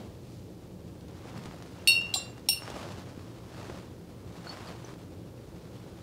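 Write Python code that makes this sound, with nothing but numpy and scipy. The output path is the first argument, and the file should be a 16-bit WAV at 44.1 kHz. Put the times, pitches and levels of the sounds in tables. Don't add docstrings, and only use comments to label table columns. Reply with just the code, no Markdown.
import sys
import numpy as np
from scipy import signal
from scipy.fft import rfft, irfft, next_fast_len
from scipy.io import wavfile
from scipy.ndimage import map_coordinates

SR = 44100
rng = np.random.default_rng(int(sys.argv[2]) if len(sys.argv) > 2 else 0)


def invert_db(x):
    u = np.asarray(x, float) / 20
    return 10 ** u


def transcribe(u):
    v = np.clip(np.atleast_2d(u).T, -1, 1)
    q = np.round(v * 32767).astype(np.int16)
    wavfile.write(sys.argv[1], SR, q)


N = 265570

# f/Hz, level/dB
PAPER_SPECTRUM = [(1200, -13), (2500, -3), (4500, -1.5), (7000, -6.5), (11000, -15), (16000, -26)]


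def jar_blows():
    rim_hz = [2729, 2815, 2878, 3779, 3953, 4388, 4582, 5265, 5412, 5479, 6300, 7644, 8271, 8360, 8905,
              9038, 9620, 9795, 10690, 10925, 11363, 12089, 12400, 12908, 13200, 13995, 14242, 14688, 15010,
              15710]
    # t60/s, level at first rim blow/dB, level at second rim blow/dB
    rim_rings = [(0.49, -18.5, -30.5), (0.44, -21, -30), (0.34, -36, -33.5), (0.2, -22.5, -31.5),
                 (0.37, -59, -54), (0.25, -18, -33.5), (0.3, -33.5, -45), (0.39, -60, -34),
                 (0.46, -37.5, -29.5), (0.19, -26.5, -18), (0.18, -45, -41), (0.32, -46.5, -47),
                 (0.2, -33.5, -39), (0.13, -29.5, -52), (0.21, -36, -24), (0.11, -20, -20),
                 (0.25, -42, -38), (0.14, -36, -54), (0.22, -48.5, -41), (0.22, -51, -36), (0.19, -60, -35),
                 (0.15, -37, -27), (0.16, -39, -33), (0.1, -41, -38), (0.12, -29.5, -38), (0.15, -59, -44),
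                 (0.22, -61, -47), (0.22, -52, -57), (0.19, -61, -45), (0.16, -58, -55)]
    wall_hz = [2765, 3395, 3490, 3885, 3980, 4026, 4674, 5305, 5500, 7235, 7360, 7573, 7813, 8106, 8355,
               8930, 9085, 9800, 10400, 11250, 11400, 12294, 12600, 13050, 14810, 15040, 15365, 15710]
    # t60/s, level/dB
    wall_rings = [(0.33, -35), (0.18, -55), (0.39, -55), (0.25, -45), (0.22, -33), (0.11, -20.5),
                  (0.26, -35.5), (0.16, -38), (0.14, -30), (0.24, -49), (0.17, -29), (0.28, -53),
                  (0.11, -34), (0.215, -48), (0.14, -39), (0.28, -55), (0.19, -37), (0.22, -51),
                  (0.12, -59), (0.14, -44), (0.11, -53), (0.099, -52), (0.21, -58), (0.2, -66), (0.3, -65),
                  (0.22, -58), (0.23, -58), (0.11, -54)]
    # t/s, crack/dB, shimmer/dB, shimmer tilt/dB per octave, flutter/dB, fade curvature/1
    blows = [
        (1.8736, -21.5, -34, 3, 3, 1.2),
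        (2.1394, -26, -31, -5, 5.5, 0.95),
        (2.487, -20, -33.5, 7, 6, 0.84),
    ]
    # f/Hz, level/dB
    crack_spectrum = [(600, -34), (1500, -20), (2500, -1.5), (4000, 9.5), (6500, -7), (9000, -7),
                      (13000, -8), (16000, -21)]

    out = np.zeros(N)
    t = np.arange(SR // 2) / SR
    rim = np.column_stack([rim_hz, rim_rings])
    wall = np.column_stack([wall_hz, wall_rings])
    struck = [rim[:, [0, 1, 2]], wall, rim[:, [0, 1, 3]]]
    next_s = [blow[0] for blow in blows[1:]] + [N / SR]
    for modes, blow, end in zip(struck, blows, next_s):
        s, crack_db, shimmer_db, tilt_db, depth_db, bend = blow
        glass = np.zeros(len(t))
        for hz, t60, db in modes:
            glass += ring(hz, db - 1.0, t60, 0.00045, bend) * flutter(depth_db, rate=59.3)
        glass *= invert_db(-60 * np.maximum(t + s - end, 0) / 0.05)
        glass += shimmer(shimmer_db - 13, tilt_db, count=170)
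        crack = coloured(rng.standard_normal(len(t)), crack_spectrum)
        glass += invert_db(crack_db - 60 * t / 0.028) * crack
        add(out, s, glass)
        add(out, s, invert_db(-9) * room_tail(glass))
    return out


def flutter(depth_db, rate):
    knots = rng.standard_normal(int(rate / 2) + 4)
    t = np.arange(SR // 2) / SR
    onset = np.tanh(t / 0.0078)
    return invert_db(depth_db * onset * map_coordinates(knots, [t * rate]))


def shimmer(db, tilt_db, count):
    place, size, life = rng.random((count, 3)).T
    hz = 3100 + 12700 * (np.arange(count) + place) / count
    octaves = np.log2(hz / 6000)
    t60 = 0.28 * invert_db(-3.5 * octaves + 4.9 * (life - 1.5))
    gap_db = 8 * np.exp(-((hz - 6500) / 700) ** 2)
    level_db = db + tilt_db * octaves - gap_db - 17 * size
    return sum(ring(*mode, attack=0.00071) for mode in zip(hz, level_db, t60))


def brush_pings():
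    # t/s, f/Hz, level/dB, t60/s
    pings = [(2.141, 775, -34, 0.045), (2.158, 770, -29.5, 0.031), (2.16, 1117, -36.5, 0.064),
             (2.487, 823, -32, 0.042), (4.46, 7100, -66, 0.18), (4.469, 1445, -34.5, 0.028),
             (4.471, 4380, -43, .15), (4.4926, 4450, -34, 0.094), (4.493, 5250, -51, .1),
             (2.1398, 3320, -27, 0.04), (2.4872, 3690, -33, 0.033), (2.634, 7500, -46, .01),
             (4.672, 4770, -42, 0.033), (4.678, 4380, -47, 0.055), (4.848, 6030, -37.5, 0.018),
             (1.795, 2750, -50, 0.048), (2.38, 2860, -58, .05), (5.378, 2730, -56, 0.035)]
    out = np.zeros(N)
    for s, hz, db, t60 in pings:
        ping = ring(hz, db, t60, attack=0.00047) * flutter(2.3, rate=220)
        add(out, s, ping)
        add(out, s, invert_db(-17) * room_tail(ping))
    return out


def sleeves_and_towel():
    # t of full speed/s, rise/s, hold/s, fall/s, sleeve rustle/dB
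    moves = [(0.0, .1, 0.0092, .12, -57), (1.29, 0.22, 0.15, 0.45, -54.5), (1.9, 0.37, 0.3, 0.35, -55.5),
             (2.651, 0.055, 0.19, 0.29, -48.5), (3.2, .2, 0.22, 0.38, -65), (3.563, 0.12, 0.21, 0.18, -54),
             (4.203, 0.097, 0.18, 0.38, -61), (4.473, 0.13, 0.24, 0.17, -51.5),
             (4.88, 0.075, 0.039, 0.27, -57.5), (5.595, .3, .25, 0.24, -62), (5.98, 0.077, .04, .1, -60)]
    # t/s, fizz/dB
    towel_shifts = [
        (.36, -61),
        (1.7, -64),
        (2.84, -56),
        (5.8, -72),
    ]
    # f/Hz, level/dB per Hz
    sleeve_spectrum = [(300, -35), (550, -2), (1200, -5.5), (2000, -13), (3500, -17), (8000, -35),
                       (16000, -46)]
    rest_db = -67.5
    towel_s = 0.21

    rustle_db = swells(rest_db, moves)
    rustle = invert_db(rustle_db)
    fizz_db = -67.5 + 0.72 * (rustle_db - rest_db)
    fizz = invert_db(swells(fizz_db, [(s, towel_s, 0, towel_s, db) for s, db in towel_shifts]))
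    slips = invert_db(1.27 * wobble(30) + 1.5 * wobble(400))
    out = invert_db(1.5) * rustle * coloured(slips * rng.standard_normal(N), sleeve_spectrum)
    out += invert_db(-1.5) * fizz * coloured(slips * rng.standard_normal(N), PAPER_SPECTRUM)
    for hz, db in [(500, 16.2), (1300, 6.8)]:
        happens = rng.random(N) < 60 / SR
        kicks = happens * np.tanh(rng.exponential(size=N) / 2) * 2
        out += invert_db(db) * rustle * signal.fftconvolve(kicks, pop(hz))[:N]
    return out


def crease_snaps():
    # t/s, peak/dB, crackle relative to it/dB
    snaps = [(1.008, -49, -6), (1.082, -52, -1), (1.282, -42, -17), (1.375, -34, -11.5), (1.436, -41, -7),
             (1.456, -33.5, -11), (1.511, -33, -24), (1.584, -43, -15), (1.623, -33, -14.5),
             (2.014, -35, -8), (2.148, -40, -14), (2.379, -36, -16), (2.621, -29, -20), (2.634, -43, -13),
             (2.663, -37, -23), (2.677, -25.5, -22), (2.7, -33, -8), (2.888, -34, -16), (2.92, -39, -9),
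             (2.981, -45, -25), (3.179, -48, -19), (3.193, -38.5, -22), (3.697, -36, -23),
             (3.699, -30.5, -26), (3.724, -42, -15), (4.468, -36, -23), (4.571, -32, -20),
             (4.891, -34, -21), (4.938, -40, -13), (5.762, -48, -10.5)]
    out = np.zeros(N)
    t = np.arange(2048) / SR
    for s, db, crackle_db in snaps:
        add(out, s + 0.001025, invert_db(db + 2.5) * pop(1440))
        crackle = coloured(rng.standard_normal(len(t)), PAPER_SPECTRUM)
        add(out, s + 0.000977, invert_db(db + crackle_db - 60 * t / 0.023) * crackle)
    return out


def pop(hz):
    u = 2 * np.pi * hz * np.arange(512) / SR
    return 3 * u ** 2 * (1 - u / 3) * np.exp(-u)


def microphone_bumps():
    # t/s, peak/dB, f/Hz
    bumps = [
        (1.455, -23, 182),
        (1.485, -28, 213),
        (1.547, -27, 310),
        (2.98, -22, 210),
        (3.173, -22, 265),
        (3.694, -22, 360),
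        (3.767, -43, 172),
        (4.93, -27.5, 175),
    ]
    out = np.zeros(N)
    for s, db, hz in bumps:
        add(out, s + 0.00312, ring(hz, db - 1, t60=0.017, attack=0.0012))
    return out


def microphone_rub():
    # t/s, rumble/dB
    leans = [
        (0.0, -34),
        (1.38, -37.5),
        (2.87, -36.5),
        (3.7, -39.5),
        (4.65, -46),
        (5.62, -42.5),
    ]
    # f/Hz, level/dB per Hz
    rub_spectrum = [(24, -62), (40, -35), (68, 0), (113, 1.5), (151, 0.5), (593, -10.5), (900, -20),
                    (1170, -32), (1980, -120)]
    lean_s, rest_db = 0.16, -44
    rumble = invert_db(swells(rest_db, [(s, lean_s, 0, lean_s, db) for s, db in leans]))
    grains = invert_db(1.65 * wobble(25)) * rng.standard_normal(N)
    return invert_db(-8.5) * rumble * coloured(grains, rub_spectrum)


def ventilation():
    # f/Hz, level/dB per Hz
    air_spectrum = [(26, -48), (45, -7), (123, 0), (146, -8.5), (177, -9), (296, -5.5), (397, -8),
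                    (533, -10), (632, -25), (828, -24.5), (1290, -32.5), (1450, -35.5), (15600, -41)]
    # f/Hz, width/Hz, level/dB
    ducts = [(93, 6.2, -56.5), (119.6, 5.1, -55), (175, 11.3, -54.5), (328.7, 37, -59)]
    out = invert_db(-49.5) * coloured(rng.standard_normal(N), air_spectrum)
    for centre, width, db in ducts:
        hum = filtered(rng.standard_normal(N), lambda hz: 1 / (1 + ((hz - centre) / width) ** 2))
        out += invert_db(db) * unit(hum)
    return out


def room_tail(x):
    # f/Hz, t60/s
    decay = [(300, 0.74), (3000, 0.37), (12000, 0.23)]
    hz, t, z = signal.stft(rng.standard_normal(SR // 2), SR, nperseg=256)
    fade = invert_db(-60 * t / along(decay, hz)[:, None])
    tail = signal.istft(z * fade, SR, nperseg=256)[1]
    late = np.pad(x, (250, 0))
    return signal.fftconvolve(late, tail / np.linalg.norm(tail))


def ring(hz, db, t60, attack, bend=1):
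    t = np.arange(SR // 2) / SR
    fade = invert_db(db - 60 * (t / t60) ** bend)
    return fade * np.sin(2 * np.pi * hz * t) * (1 - np.exp(-t / attack))


def swells(rest_db, rows):
    t = np.arange(N) / SR
    power = invert_db(rest_db) ** 2
    for s, rise, hold, fall, db in rows:
        away = np.maximum((s - t) / rise, (t - s - hold) / fall)
        power = power + invert_db(db - 10 * np.maximum(away, 0)) ** 2
    return 10 * np.log10(power)


def wobble(rate):
    knots = rng.standard_normal(int(N * rate / SR) + 4)
    return map_coordinates(knots, [np.arange(N) * rate / SR])


def unit(x):
    return x / np.sqrt(np.mean(x ** 2) + 1e-20)


def along(points, hz):
    f, v = np.transpose(points)
    return np.interp(np.log(hz + 1), np.log(f + 1), v)


def filtered(x, response):
    m = next_fast_len(len(x) + 8192)
    return irfft(rfft(x, m) * response(np.fft.rfftfreq(m, 1 / SR)), m)[:len(x)]


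def coloured(x, spectrum):
    return unit(filtered(x, lambda hz: invert_db(along(spectrum, hz))))


def add(track, s, sound):
    part = track[round(s * SR):][:len(sound)]
    part += sound[:len(part)]


def scene():
    brush_and_jar = jar_blows() + brush_pings()
    clothing = sleeves_and_towel() + crease_snaps() + microphone_bumps() + microphone_rub()
    return (brush_and_jar + clothing + ventilation())[None]


def low_pass(x):
    return signal.sosfilt(signal.butter(12, 16320, fs=SR, output="sos"), x)


def record(dry):
    mix = filtered(dry[0], lambda hz: np.clip((15850 - hz) / 200, 0, 1))[None]
    return low_pass(mix)


dry = scene()
out = record(dry)
transcribe(out)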